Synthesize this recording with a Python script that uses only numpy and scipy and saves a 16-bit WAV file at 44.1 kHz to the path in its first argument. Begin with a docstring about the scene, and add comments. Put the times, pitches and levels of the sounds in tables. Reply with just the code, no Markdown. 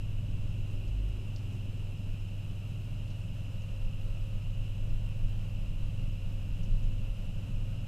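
"""Inside a moving elevator

The car rumbles and jolts on its guide rails, its floor booms near the start, and the rollers drone
through the walls. Mains, motor and fan hum; the running gear sings and the drive whines faintly.
Air rushes along the shaft, and now and then a small part ticks. Behind it all a steady hiss rings
near 2.8 kHz, with fainter peaks above."""
import sys
import numpy as np
from scipy import signal
from scipy.fft import rfft, irfft, next_fast_len
from scipy.io import wavfile
from scipy.ndimage import uniform_filter1d

SR = 44100
rng = np.random.default_rng(int(sys.argv[2]) if len(sys.argv) > 2 else 0)


def transcribe(u):
    """Save the signal u as a 16-bit wav file named by the first command-line argument.

    u: samples, shape (n,) or (channels, n), limited to [-1, 1]; the rate is SR.
    q: integer samples, one column per channel.
    """
    v = np.clip(np.atleast_2d(u).T, -1, 1)
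    q = np.round(v * 32767).astype(np.int16)
    wavfile.write(sys.argv[1], SR, q)


N = 347067
T = np.arange(N) / SR
FFT_SIZE = next_fast_len(N, real=True)
FREQS = np.maximum(np.fft.rfftfreq(FFT_SIZE, 1 / SR), 1)

# Roughness of the ride, for car body and rollers: time_s, sway_db, low_roll_db, upper_roll_db
RIDE = [(0, -34, -49, -53.5), (.9, -33, -50, -54.5), (1.4, -40.5, -50.5, -53), (2.1, -39.5, -49, -58),
        (3.6, -39.5, -49, -57), (4.2, -34, -49, -57.5), (5.3, -33.5, -48.5, -56.5),
        (6.9, -32.5, -45, -55.5), (7.87, -35.5, -46.5, -55)]


def undb(db):
    """Decibels to gain."""
    return 10 ** (np.asarray(db) / 20)


def unit(x):
    """Scale to rms 1."""
    return x / np.sqrt(np.mean(x ** 2))


def curves(table):
    """Each column of a timed table, joined by straight lines."""
    times, *columns = np.transpose(table)
    return [np.interp(T, times, column) for column in columns]


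def bump(peak_s, rise_s, fall_s):
    """A smooth swell that reaches 1 at peak_s."""
    return np.exp(-((T - peak_s) / np.where(T < peak_s, rise_s, fall_s)) ** 2)


def colour(points):
    """An EQ curve through (freq_hz, gain_db) points, falling away above the last."""
    hz, db = np.transpose(points)
    return undb(np.interp(np.log(FREQS), np.log(hz), db)) * np.minimum(hz[-1] / FREQS, 1) ** 2


def resonance(hz, width_hz):
    """Gain of a steep resonance: two like poles in a row."""
    return 1 / (1 + ((FREQS ** 2 - hz ** 2) / (FREQS * width_hz)) ** 2)


def noise(gain):
    """Noise of rms 1, shaped by a gain at every frequency."""
    spectrum = gain * (rng.standard_normal(len(gain)) + 1j * rng.standard_normal(len(gain)))
    return unit(irfft(spectrum, FFT_SIZE)[:N])


def drift(rate_hz):
    """A slow random wobble of rms 1, moving at up to about rate_hz."""
    return noise(1 / (1 + (FREQS / rate_hz) ** 4))


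def steady(x, firmness):
    """Level out the swells of a vibration: firmness 0 leaves them, 1 flattens them."""
    swell = uniform_filter1d(np.abs(signal.hilbert(x, FFT_SIZE)[:N]), SR // 8)
    return unit(x / swell ** firmness)


def tone(hz, wander_rad):
    """A sine of rms 1 with a wandering phase."""
    return np.sqrt(2) * np.sin(2 * np.pi * (hz * T + rng.random()) + wander_rad * drift(2.7))


def ringing_hiss():
    """A steady hiss rings near 2.8 kHz, probably in the microphone port, with fainter peaks above."""
    # Resonances in the hiss: centre_hz, width_hz, level_db
    peaks = [(2767, 530, -59.5), (3917, 210, -76), (5230, 150, -79.5), (6730, 550, -81)]
    return sum(noise(resonance(hz, width)) * undb(db + 0.22 * drift(14)) for hz, width, db in peaks)


def drive_whine():
    """The motor drive's switching makes a thin, steady whine."""
    # Comb of switching sidebands: pitch_hz, level_db
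    sidebands = [(7732, -99), (7792, -97), (7852, -86), (7912, -86), (7972, -96), (8032, -101)]
    return sum(undb(db) * tone(hz, wander_rad=0.1) for hz, db in sidebands)


def running_gear(fade_s=0.2):
    """The running gear sings faintly: wavering tones that fade in, hold and fade out."""
    # Spells of singing: start_s, end_s, pitch_hz, level_db, wander_rad
    spells = [(0.6, 1.3, 375, -66, 2.3), (1.3, 2.95, 375, -69, 2.6), (4.55, 5, 375, -70, 2.9),
              (0, 2.6, 534, -74, .8), (3, 4, 534, -68.8, .5), (3.9, 8.1, 534, -66.5, .6),
              (3.5, 4.5, 1268, -76, 8.7), (7.5, 7.87, 1268, -74.5, 9)]
    out = np.zeros(N)
    for start_s, end_s, hz, db, wander_rad in spells:
        inside_s = np.minimum(T - start_s, end_s - T)
        fade = np.sqrt(np.clip(0.5 + inside_s / fade_s, 0, 1))
        out += fade * undb(db + drift(4.7)) * tone(hz, wander_rad)
    return out


def shaft_air(rush_lift_db=6.0):
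    """Air rushes past the car over a low rustle."""
    # Draught in the shaft: time_s, rush_db (before the lift), rustle_db
    draught = [(0, -66, -69.5), (1.2, -65.5, -61.5), (3.5, -65.5, -83), (7.87, -65, -71)]
    # Colour of the rushing air: freq_hz, gain_db
    rush_eq = [(150, -1), (350, 4.5), (490, 6.5), (590, 9.5), (700, 2.5), (860, 0.5), (1200, -2.5),
               (1430, -2), (1600, -6), (2200, -8.5), (4500, -12.5), (8300, -16.5), (10000, -20),
               (15000, -21.5)]
    rush_db, rustle_db = curves(draught)
    rush = noise(colour(rush_eq)) * undb(rush_db + rush_lift_db + 0.62 * drift(7.5))
    rustle = noise(resonance(hz=343, width_hz=170)) * undb(rustle_db)
    return rush + rustle


def ticks(width_hz=4300, trim_db=-7.5, echo_db=-19, echo_decay_s=0.054):
    """Each tick is a short crackle that rings a small part, with the brief echo of the steel cabin."""
    # Small ticks: start_s, level_db (before the trim), decay_s, brightest_hz
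    hits = [(.879, -56, .008, 5500), (1.36, -49, .001, 4800), (1.362, -41, 0.0022, 4700),
            (1.381, -59, 0.012, 5050), (1.525, -63, .03, 6000), (3.078, -58, .008, 4800),
            (3.103, -53.5, 0.014, 4750), (3.619, -57, .009, 5700), (6.632, -54.5, 0.017, 5500),
            (6.829, -60, .014, 6300)]
    out = np.zeros(N)
    for start_s, db, decay_s, hz in hits:
        age = np.maximum(T - start_s, 0)
        echo = undb(echo_db) * np.exp(-age / echo_decay_s)
        envelope = (T >= start_s) * (np.exp(-age / decay_s) + echo)
        crackle = envelope * rng.choice([-1, 1], N)
        ring_eq = unit(resonance(hz, width_hz) ** 2)
        out += undb(db + trim_db) * irfft(rfft(crackle, FFT_SIZE) * ring_eq, FFT_SIZE)[:N]
    return out


def rollers(crossover_hz=215, low_lift_db=1.5, flutter_db=1.5):
    """Guide rollers drone through the walls and ring the cabin; their low notes swell and flutter."""
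    # Colour of the rollers through the walls: freq_hz, gain_db
    roller_eq = [(45, -15), (68, -0.5), (85, -3.5), (125, -3), (160, 1.5), (198, -2.5), (210, -9.5),
                 (270, -10.5), (310, -18.5), (450, -29), (900, -54)]
    # Standing waves of the cabin: pitch_hz, width_hz, level_db
    cabin_modes = [(140.7, 2.3, -58.5), (157.9, 13.4, -60), (259.2, 12, -67.5), (283.4, 8.3, -68.5),
                   (600, 16, -74.5)]
    _, low_db, upper_db = curves(RIDE)
    drone_eq = colour(roller_eq)
    low_share = 1 / (1 + (FREQS / crossover_hz) ** 8)
    low = steady(noise(drone_eq * np.sqrt(low_share)), firmness=1.0)
    low *= undb(low_db + low_lift_db + flutter_db * drift(6))
    upper = noise(drone_eq * np.sqrt(1 - low_share)) * undb(upper_db)
    ring = sum(noise(resonance(hz, width)) * undb(db) for hz, width, db in cabin_modes)
    return low + upper + ring


def machine_hum(mains_hz=100, motor_hz=119.9, fan_hz=80, motor_db=-43.5, fan_db=-49.5):
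    """Mains hum beats against motor and fan; now and then the motor sags, and the mains less so."""
    # Mains hum, a little fuller at the start and late in the ride: time_s, level_db
    mains_levels = [(0, -37), (3, -39.4), (5.3, -38), (7.87, -38.5)]
    # Sags in the hum: centre_s, half_length_s, mains_dip_db, motor_dip_db
    sags = [(1.03, 0.21, -2, -10.5), (2.17, 0.27, 0, -12.5), (3.87, 0.38, -0.5, -7),
            (5.73, 0.11, -4.5, -20), (6.42, .2, -0.5, -19), (7.213, 0.19, -3.5, -6)]
    mains_db = curves(mains_levels)[0]
    for centre_s, half_s, mains_dip_db, motor_dip_db in sags:
        sag = bump(centre_s, half_s, half_s)
        mains_db += mains_dip_db * sag
        motor_db += motor_dip_db * sag
    mains = undb(mains_db) * tone(mains_hz, wander_rad=0.11)
    motor = undb(motor_db) * tone(motor_hz, wander_rad=0.63)
    fan = undb(fan_db + 1.6 * drift(8.8)) * tone(fan_hz, wander_rad=0.5)
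    return mains + motor + fan


def car_body(boom_hz=47.35, throb_db=1.5, jolt_half_s=0.075):
    """The car shudders on its rails, harder at each jolt; for a moment one floor mode takes over."""
    # Colour of the body's low shudder: freq_hz, gain_db
    shudder_eq = [(5, -17), (12, -6), (17, -5), (21, 1), (28, 0), (35, -8), (46, -14), (54, -22), (66, -34),
                  (110, -50)]
    # Jolts from uneven spots in the rails: time_s, boost_db
    jolts = [(1.83, 6.5), (2.09, 6), (3.84, 7), (4.04, 6), (4.93, 7.5), (5.26, 5), (5.83, 3.5), (6.74, 6.5),
             (6.9, 5.5)]
    # Floor booms, two soft and one hard: peak_s, level_db
    booms = [(.3, -39), (.6, -42), (1.0, -30)]
    boom_gain = sum(undb(db) * bump(s, rise_s=0.13, fall_s=0.16) for s, db in booms)
    jolt_db = sum(db * bump(s, jolt_half_s, jolt_half_s) for s, db in jolts)
    sway_db = curves(RIDE)[0]
    sway = undb(sway_db + throb_db * drift(8.3) + jolt_db)
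    duck = sway / np.sqrt(sway ** 2 + 2 * boom_gain ** 2)  # the shudder gives way to each boom
    shudder = sway * duck * steady(noise(colour(shudder_eq)), firmness=0.78)
    return shudder + boom_gain * tone(boom_hz, wander_rad=0.2)


def scene():
    """Every layer reaches both channels alike."""
    mix = car_body() + rollers() + machine_hum()
    mix += running_gear() + drive_whine() + shaft_air() + ringing_hiss() + ticks()
    return np.array([mix, mix])


def record(dry, hiss_db=-61.0, left_trim_db=-0.13, top_hz=15000):
    """The left channel sits a hair lower, each adds its own electronic hiss, and the top is cut steeply."""
    # Electronic hiss, with flicker noise in the bass: freq_hz, gain_db
    hiss_eq = [(20, 34), (70, 35.5), (140, -3), (350, 2.5), (650, -24), (1400, -5.5), (2800, -15),
               (3600, -3), (4500, 5), (12000, 2.5), (15000, -1)]
    hiss = np.array([noise(colour(hiss_eq)) for _ in dry])
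    heard = dry * undb([[left_trim_db], [0]]) + undb(hiss_db) * hiss
    high_cut = signal.ellip(10, 0.1, 80, top_hz, fs=SR, output="sos")
    return signal.sosfilt(high_cut, heard)


dry = scene()
out = record(dry)
transcribe(out)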